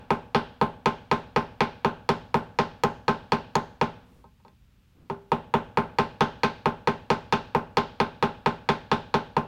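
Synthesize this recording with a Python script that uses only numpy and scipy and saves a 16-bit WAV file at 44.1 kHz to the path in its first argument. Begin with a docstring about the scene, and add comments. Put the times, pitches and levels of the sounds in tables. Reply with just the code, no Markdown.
"""Hammering on a steel plate

A hammer taps about four times a second on a steel plate lying on a wooden workbench. Each impact
excites damped modes: the plate clacks, the bench booms and the small workshop reverberates.
Now and then the work glances off the plate with a chink. In one pause the fingers slide over the
bench and shift their hold on the work. A fast limiter holds down the peaks."""
import sys
import numpy as np
from scipy import signal
from scipy.fft import rfft, irfft, next_fast_len
from scipy.io import wavfile
from scipy.ndimage import uniform_filter1d, minimum_filter1d

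SR = 44100
rng = np.random.default_rng(int(sys.argv[2]) if len(sys.argv) > 2 else 0)


def to_wav(sig):
    """Store sig (one row per channel, or 1-D mono) as 16-bit WAV at the path in sys.argv[1].

    Samples outside -1..1 are clipped; the rate is SR.
    """
    pcm = np.clip(np.atleast_2d(sig), -1, 1) * 32767
    pcm = np.round(pcm).astype(np.int16)
    wavfile.write(sys.argv[1], SR, pcm.T)  # frames by channels


N = 417627
T = np.arange(SR * 3 // 5) / SR  # time axis of one event, t/s

# Levels are relative within each table.
# hammer blows: t/s, level/dB, squareness of contact (0 = tilted and dull, 1 = flat on)
BLOWS = [(-0.135, -0.5, 0.48), (0.105, -0.3, 0.2), (0.3469, 0.6, .8), (0.6134, 0.5, 0.12),
         (0.8584, 0, 0.68), (1.1136, 0.5, 0.65), (1.3615, 0.6, 0.5), (1.606, -0.1, 0.81), (1.8468, 0, 0.34),
         (2.0901, 0.5, 0.71), (2.3429, 0, .3), (2.5878, 0, 0.82), (2.8356, 0.5, .35), (3.0809, 0.6, 0.76),
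         (3.3204, -0.2, 0.71), (3.5536, -0.6, .3), (3.8129, -1, 0.66), (5.099, -11, 0), (5.318, -1.6, 0.18),
         (5.5391, 0.4, 0.16), (5.7724, 0.5, 0.057), (5.9857, 0.7, 0.77), (6.2077, 1.5, 0.79),
         (6.4335, -0.5, 1.07), (6.6574, -0.6, .3), (6.8733, -0.5, 0.74), (7.1023, 0.5, 0.74),
         (7.3245, 0, 1), (7.5486, -0.2, 0.074), (7.7702, 0.5, 0.87), (8.0011, 0, 0.68), (8.2257, 0.2, 0.58),
         (8.4603, 0, .6), (8.689, 0.5, .95), (8.9153, 0.5, 0.86), (9.141, 0.4, 0.79), (9.3664, -1, 0)]
# wandering of the work over the plate: t/s, spot (0 = usual place)
SPOT_PATH = [(0, 0.76), (1.6, 0.65), (2.34, -0.21), (3.15, 0.98), (3.8, -0.52), (5.1, -0.52), (5.7, 0.81),
             (9.4, 0.45)]
# freedom of the hammer head to ring in the hand: t/s, level/dB
HEAD_FREEDOM = [(0, -5), (5.8, -3), (6, 4), (8.2, 4), (8.45, -5), (9.4, -1)]
# treble of a blow: f/Hz, level when tilted/dB, gain when square/dB
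CONTACT_TREBLE = [(1030, 0, 0), (2720, -1, 7), (4860, -11, 14.5), (5560, -11, 12), (12250, -4.5, -2.5)]
# glancing contacts of work and plate: t/s, level/dB
GLANCES = [(0.8587, -7), (2.0911, -4), (2.8367, -1), (3.5549, 0)]
# soft bumps of the work: t/s, boom level/dB, click level/dB
WORK_BUMPS = [(4.2412, -32, -42), (4.3994, -49, -58), (4.4493, -32.5, -37), (4.481, -43, -33)]
# fingers sliding on wood: t/s, duration/s, level/dB, cut-off f/Hz
FINGER_SLIDES = [(4.044, 0.21, -58, 13900), (4.458, 0.086, -63, 3500), (4.945, .15, -58, 1700)]
# modes of the bench: f/Hz, level/dB, T60/s, gain per unit of spot/dB
BENCH_MODES = [(108.5, -38.5, 0.48, -2.5), (150.9, -22.5, 0.15, -1), (170.9, -36, 0.37, -3.5),
               (214.4, -20.5, 0.14, 0.3), (231.3, -23.5, 0.19, 0), (245.4, -23.5, 0.12, -1.5),
               (288.2, -42, 0.22, 3), (394.6, -21.5, 0.13, -1.55), (410.4, -31, 0.22, 1.7),
               (484.2, -15, 0.061, -0.9), (478, -44, 0.13, -1.5), (529.3, -29.5, 0.12, -1.5),
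               (600, -29, 0.14, -1.5), (633, -34.5, 0.24, 0.9), (798.6, -21, 0.11, 0.2),
               (828.7, -32, 0.31, 1), (868.8, -28.5, 0.25, -4.1), (886.7, -25, 0.17, 4),
               (945, -30, 0.012, 2), (931.4, -10, 0.046, -2.8), (1045.4, -18, 0.15, 2),
               (1051.9, -13, 0.062, 1.8), (1276, -23, 0.078, 2.5), (1301, -33.5, 0.14, 5.5),
               (1420, -37, 0.06, 1.3), (1543, -38, 0.19, 7), (1576, -43, 0.3, 4.5), (1601, -43, 0.23, 4.7),
               (1720, -54.5, 0.13, -0.5), (1820, -45.5, 0.033, 6.5)]
# further modes: f/Hz, level/dB, T60/s
PLATE_MODES = [(1567, -20, 0.014), (1915, -35.5, 0.095), (2262, -15, 0.0067), (2260, -44.5, 0.14),
               (2523, -41.5, 0.14), (2940, -19, 0.0025), (3420, -30.5, 0.041), (3447, -45.5, 0.15),
               (3555, -38, 0.12), (4168, -26, 0.02), (4556, -24, 0.013), (5410, -37, 0.02),
               (5660, -38.5, 0.017), (6400, -43.5, 0.014), (6920, -34, 0.009), (9160, -47, 0.013),
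               (12600, -44.5, .008)]  # mostly damped by the wood
HEAD_MODES = [(8340, -60, .1), (9168, -62, .08), (11560, -64, .06), (12500, -61, .035), (12732, -55, .09)]  # hammer head
SYMPATHETIC_MODES = [(122, -55, 1.0), (251, -52, 1.1), (479, -52, 1.1), (618, -61, .7)]  # loose things in the shop
# noise spectra: f/Hz, density level/dB
BACKGROUND_SPECTRUM = [(10, -25), (25, -12), (50, 3.5), (120, -2.5), (200, -7), (330, -21), (700, -29),
                       (1400, -26.5), (1950, -29.5), (2600, -27), (4500, -33.5), (10000, -42.5),
                       (16000, -39)]
FRICTION_SPECTRUM = [(100, 6.5), (250, 7.5), (600, -7), (1100, -10), (2500, -22), (6000, -24),
                     (15000, -22.5)]
CHINK_SPECTRUM = [(1500, -30), (3200, -7), (4400, 1), (5500, -5), (6600, -1), (7800, -15), (9300, -19),
                  (11000, -25), (15500, -27)]
CRACK_SPECTRUM = [(1500, -20), (3300, 0.5), (4400, 6), (7000, -11.5), (9200, -12.5), (10500, -28),
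                  (15500, -25.5)]  # first contact of steel on steel
CLATTER_SPECTRUM = [(30, -4.5), (100, -25.5), (400, 7.5), (700, 0.5), (950, 2), (1400, 0.5), (2000, -7),
                    (3400, -10.5), (3850, -13), (4400, -12.5), (6000, -18), (8000, -29.5), (9200, -26.5),
                    (10500, -33.5), (15500, -37.5)]
ROOM_SPECTRUM = [(30, -4.5), (70, 5.5), (115, 5.5), (230, 7.5), (330, -2), (500, 1.5), (700, -2.5),
                 (860, 3), (1050, -5.5), (1150, -9.5), (1550, -8.5), (2000, -18), (3400, -18), (4600, -22),
                 (7500, -35.5), (15500, -43.5)]
# decay times: f/Hz, T60/s
CLATTER_DECAY = [(100, 0.2), (1000, 0.19), (4000, 0.14), (12000, 0.15)]
ROOM_DECAY = [(60, 0.53), (250, 0.42), (1000, 0.53), (4000, 0.56), (8000, 0.47), (14000, 0.26)]


def amp(db):
    """Amplitude ratio: a factor of ten for every 20 dB."""
    return 10 ** (np.asarray(db) / 20)


def curve_at(points, hz):
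    """Interpolation of (f/Hz, value) points on a logarithmic frequency axis."""
    freqs, values = np.transpose(points)
    return np.interp(np.log(hz + 1), np.log(freqs + 1), values)


def filtered(x, gain):
    """Zero-phase filtering: the spectrum is multiplied by gain(f)."""
    size = next_fast_len(len(x) + 8192)
    return irfft(rfft(x, size) * gain(np.fft.rfftfreq(size, 1 / SR)), size)[:len(x)]


def noise(spectrum, size):
    """Spectral shaping of white noise, normalised to unit rms."""
    x = filtered(rng.standard_normal(size), lambda hz: amp(curve_at(spectrum, hz)))
    return x / x.std()


def add(track, start_s, sound):
    """Superposition of a sound on the track; it may begin before t = 0."""
    start = round(start_s * SR)
    sound = sound[max(-start, 0):]
    part = track[max(start, 0):][:len(sound)]
    part += sound[:len(part)]


def modes(table, build_cycles=0.59):
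    """Free vibration: one damped sine per row builds up briefly, neighbours in opposite phase."""
    hz, db, t60 = np.transpose(table)[:3, :, None]
    sign = (-1) ** np.arange(len(hz))[:, None]
    build = 1 - np.exp(-T * hz / build_cycles)
    return sign * build * amp(db - 60 * T / t60) * np.sin(2 * np.pi * hz * T)


def dense_modes(spectrum, decay, rise_s):
    """Modal overlap: countless weak modes merge into noise, each band decaying at its own rate."""
    hz, t, bands = signal.stft(noise(spectrum, len(T)), SR, nperseg=256)
    envelopes = amp(-60 * t / curve_at(decay, hz)[:, None])
    tail = signal.istft(bands * envelopes, SR)[1][:len(T)]
    return tail * (1 - np.exp(-T / rise_s))


def burst(spectrum, t60):
    """A broadband transient: coloured noise under exponential decay."""
    return noise(spectrum, len(T)) * amp(-60 * T / t60)


def workshop_background(level_db=-60):
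    """Stationary noise: low room rumble under a faint hiss."""
    return amp(level_db) * noise(BACKGROUND_SPECTRUM, N)


def bench_vibration():
    """Inertia: the modes of the heavy top build up over more cycles than those of the steel."""
    return modes(BENCH_MODES, build_cycles=1.1)


def handling():
    """Weak impacts of the work excite bench and plate; sliding fingers make friction noise."""
    track = np.zeros(N)
    boom = bench_vibration().sum(0)
    for start_s, boom_db, click_db in WORK_BUMPS:
        clatter = amp(-40) * dense_modes(CLATTER_SPECTRUM, CLATTER_DECAY, rise_s=0.00086)
        click = modes(PLATE_MODES).sum(0) + clatter
        add(track, start_s, amp(boom_db) * boom + amp(click_db) * click)
    for start_s, length_s, db, cut_hz in FINGER_SLIDES:
        rub = filtered(noise(FRICTION_SPECTRUM, len(T)), lambda hz: 1 / (1 + (hz / cut_hz) ** 2))
        stroke = np.sqrt(np.abs(np.sin(np.pi * np.minimum(T / length_s, 1))))
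        add(track, start_s, amp(db) * stroke * rub / rub.std())
    return track


def loose_plate(start_s=5.099, hz=397, db=-36, t60=0.5):
    """Reduced damping: the light tap after the pause finds the plate loose, and one mode rings on."""
    track = np.zeros(N)
    add(track, start_s, -modes([(hz, db, t60)])[0])
    return track


def chinks():
    """Glancing impact of work on plate: a bright snap, a brief ring and reverberation."""
    track = np.zeros(N)
    for start_s, db in GLANCES:
        snap = amp(-18) * burst(CHINK_SPECTRUM, t60=0.008)
        ring = amp(-37) * burst(CHINK_SPECTRUM, t60=0.07)
        room = amp(-55) * dense_modes(CHINK_SPECTRUM, ROOM_DECAY, rise_s=0.02)
        add(track, start_s, amp(db) * (snap + ring + room))
    return track


def diffuse_response():
    """Dense modes after a blow: a prompt clatter and the slower reverberation of the room."""
    clatter = amp(-24) * dense_modes(CLATTER_SPECTRUM, CLATTER_DECAY, rise_s=0.001)
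    room = amp(-30.5) * dense_modes(ROOM_SPECTRUM, ROOM_DECAY, rise_s=0.012)
    return clatter + room


def varied_response(usual, crossover_hz=5000):
    """Partial coherence: low clatter and reverberation repeat; the highest treble varies at random."""
    angle = lambda hz: np.arctan(hz / crossover_hz)
    repeated = filtered(usual, lambda hz: np.cos(angle(hz)))
    fresh = filtered(diffuse_response(), lambda hz: np.sin(angle(hz)))
    return repeated + fresh


def contact_filter(squareness, ripple_db=1.53):
    """Excitation spectrum as gain(f), with random ripple: a squarer contact is shorter, so brighter."""
    ripple_hz = np.geomspace(1100, 15000, num=16)
    ripple = ripple_db * rng.standard_normal(len(ripple_hz))
    ripple[0] = 0  # no ripple in the low range
    treble = [(hz, tilted + squareness * gained) for hz, tilted, gained in CONTACT_TREBLE]
    return lambda hz: amp(curve_at(treble, hz) + np.interp(hz, ripple_hz, ripple))


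def modal_sum(vibrations, gains, scatter_db=1.5):
    """Modal superposition, with weights that scatter at random from blow to blow."""
    scatter = amp(scatter_db * rng.standard_normal(len(vibrations)))
    return (gains * scatter) @ vibrations


def hammer(usual_squareness=0.54, head_db_per_squareness=7):
    """Impact excitation: each blow drives bench, plate, head and room; loose things hum in sympathy."""
    track = np.zeros(N)
    bench, plate, head = bench_vibration(), modes(PLATE_MODES), modes(HEAD_MODES)
    plate_hz, head_hz = np.array(PLATE_MODES)[:, 0], np.array(HEAD_MODES)[:, 0]
    bench_db_per_spot = np.array(BENCH_MODES)[:, 3]
    hum = modes(SYMPATHETIC_MODES).sum(0)
    usual_response = diffuse_response()
    for start_s, db, squareness in BLOWS:
        # a squarer blow lands further along and makes the head ring more
        excess = squareness - usual_squareness
        spot = np.interp(start_s, *np.transpose(SPOT_PATH)) + excess
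        head_db = np.interp(start_s, *np.transpose(HEAD_FREEDOM)) + head_db_per_squareness * excess
        contact = contact_filter(squareness)
        boom = modal_sum(bench, amp(spot * bench_db_per_spot))
        clack = modal_sum(plate, contact(plate_hz))
        ring = modal_sum(head, amp(head_db) * contact(head_hz))
        diffuse = varied_response(usual_response)
        crack = amp(-27) * burst(CRACK_SPECTRUM, t60=0.0023)
        broadband = filtered(diffuse + crack, contact)
        add(track, start_s, amp(db) * (boom + clack + ring + hum + broadband))
    return track


def scene():
    """Linear superposition of all sources at one point close to the bench."""
    return (hammer() + chinks() + loose_plate() + handling() + workshop_background())[None]


def record(dry, drive_db=0.5, ceiling_db=-9.7, window_samples=45, top_hz=15800):
    """Peak limiting holds the first swings of each blow at one height; a low-pass follows."""
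    driven = amp(drive_db) * dry[0]
    needed_gain = np.minimum(1, amp(ceiling_db) / (np.abs(driven) + 1e-9))
    held_gain = minimum_filter1d(needed_gain, size=window_samples)
    smooth_gain = uniform_filter1d(held_gain, size=window_samples)
    return filtered(driven * smooth_gain, lambda hz: hz < top_hz)[None]


dry = scene()
out = record(dry)
to_wav(out)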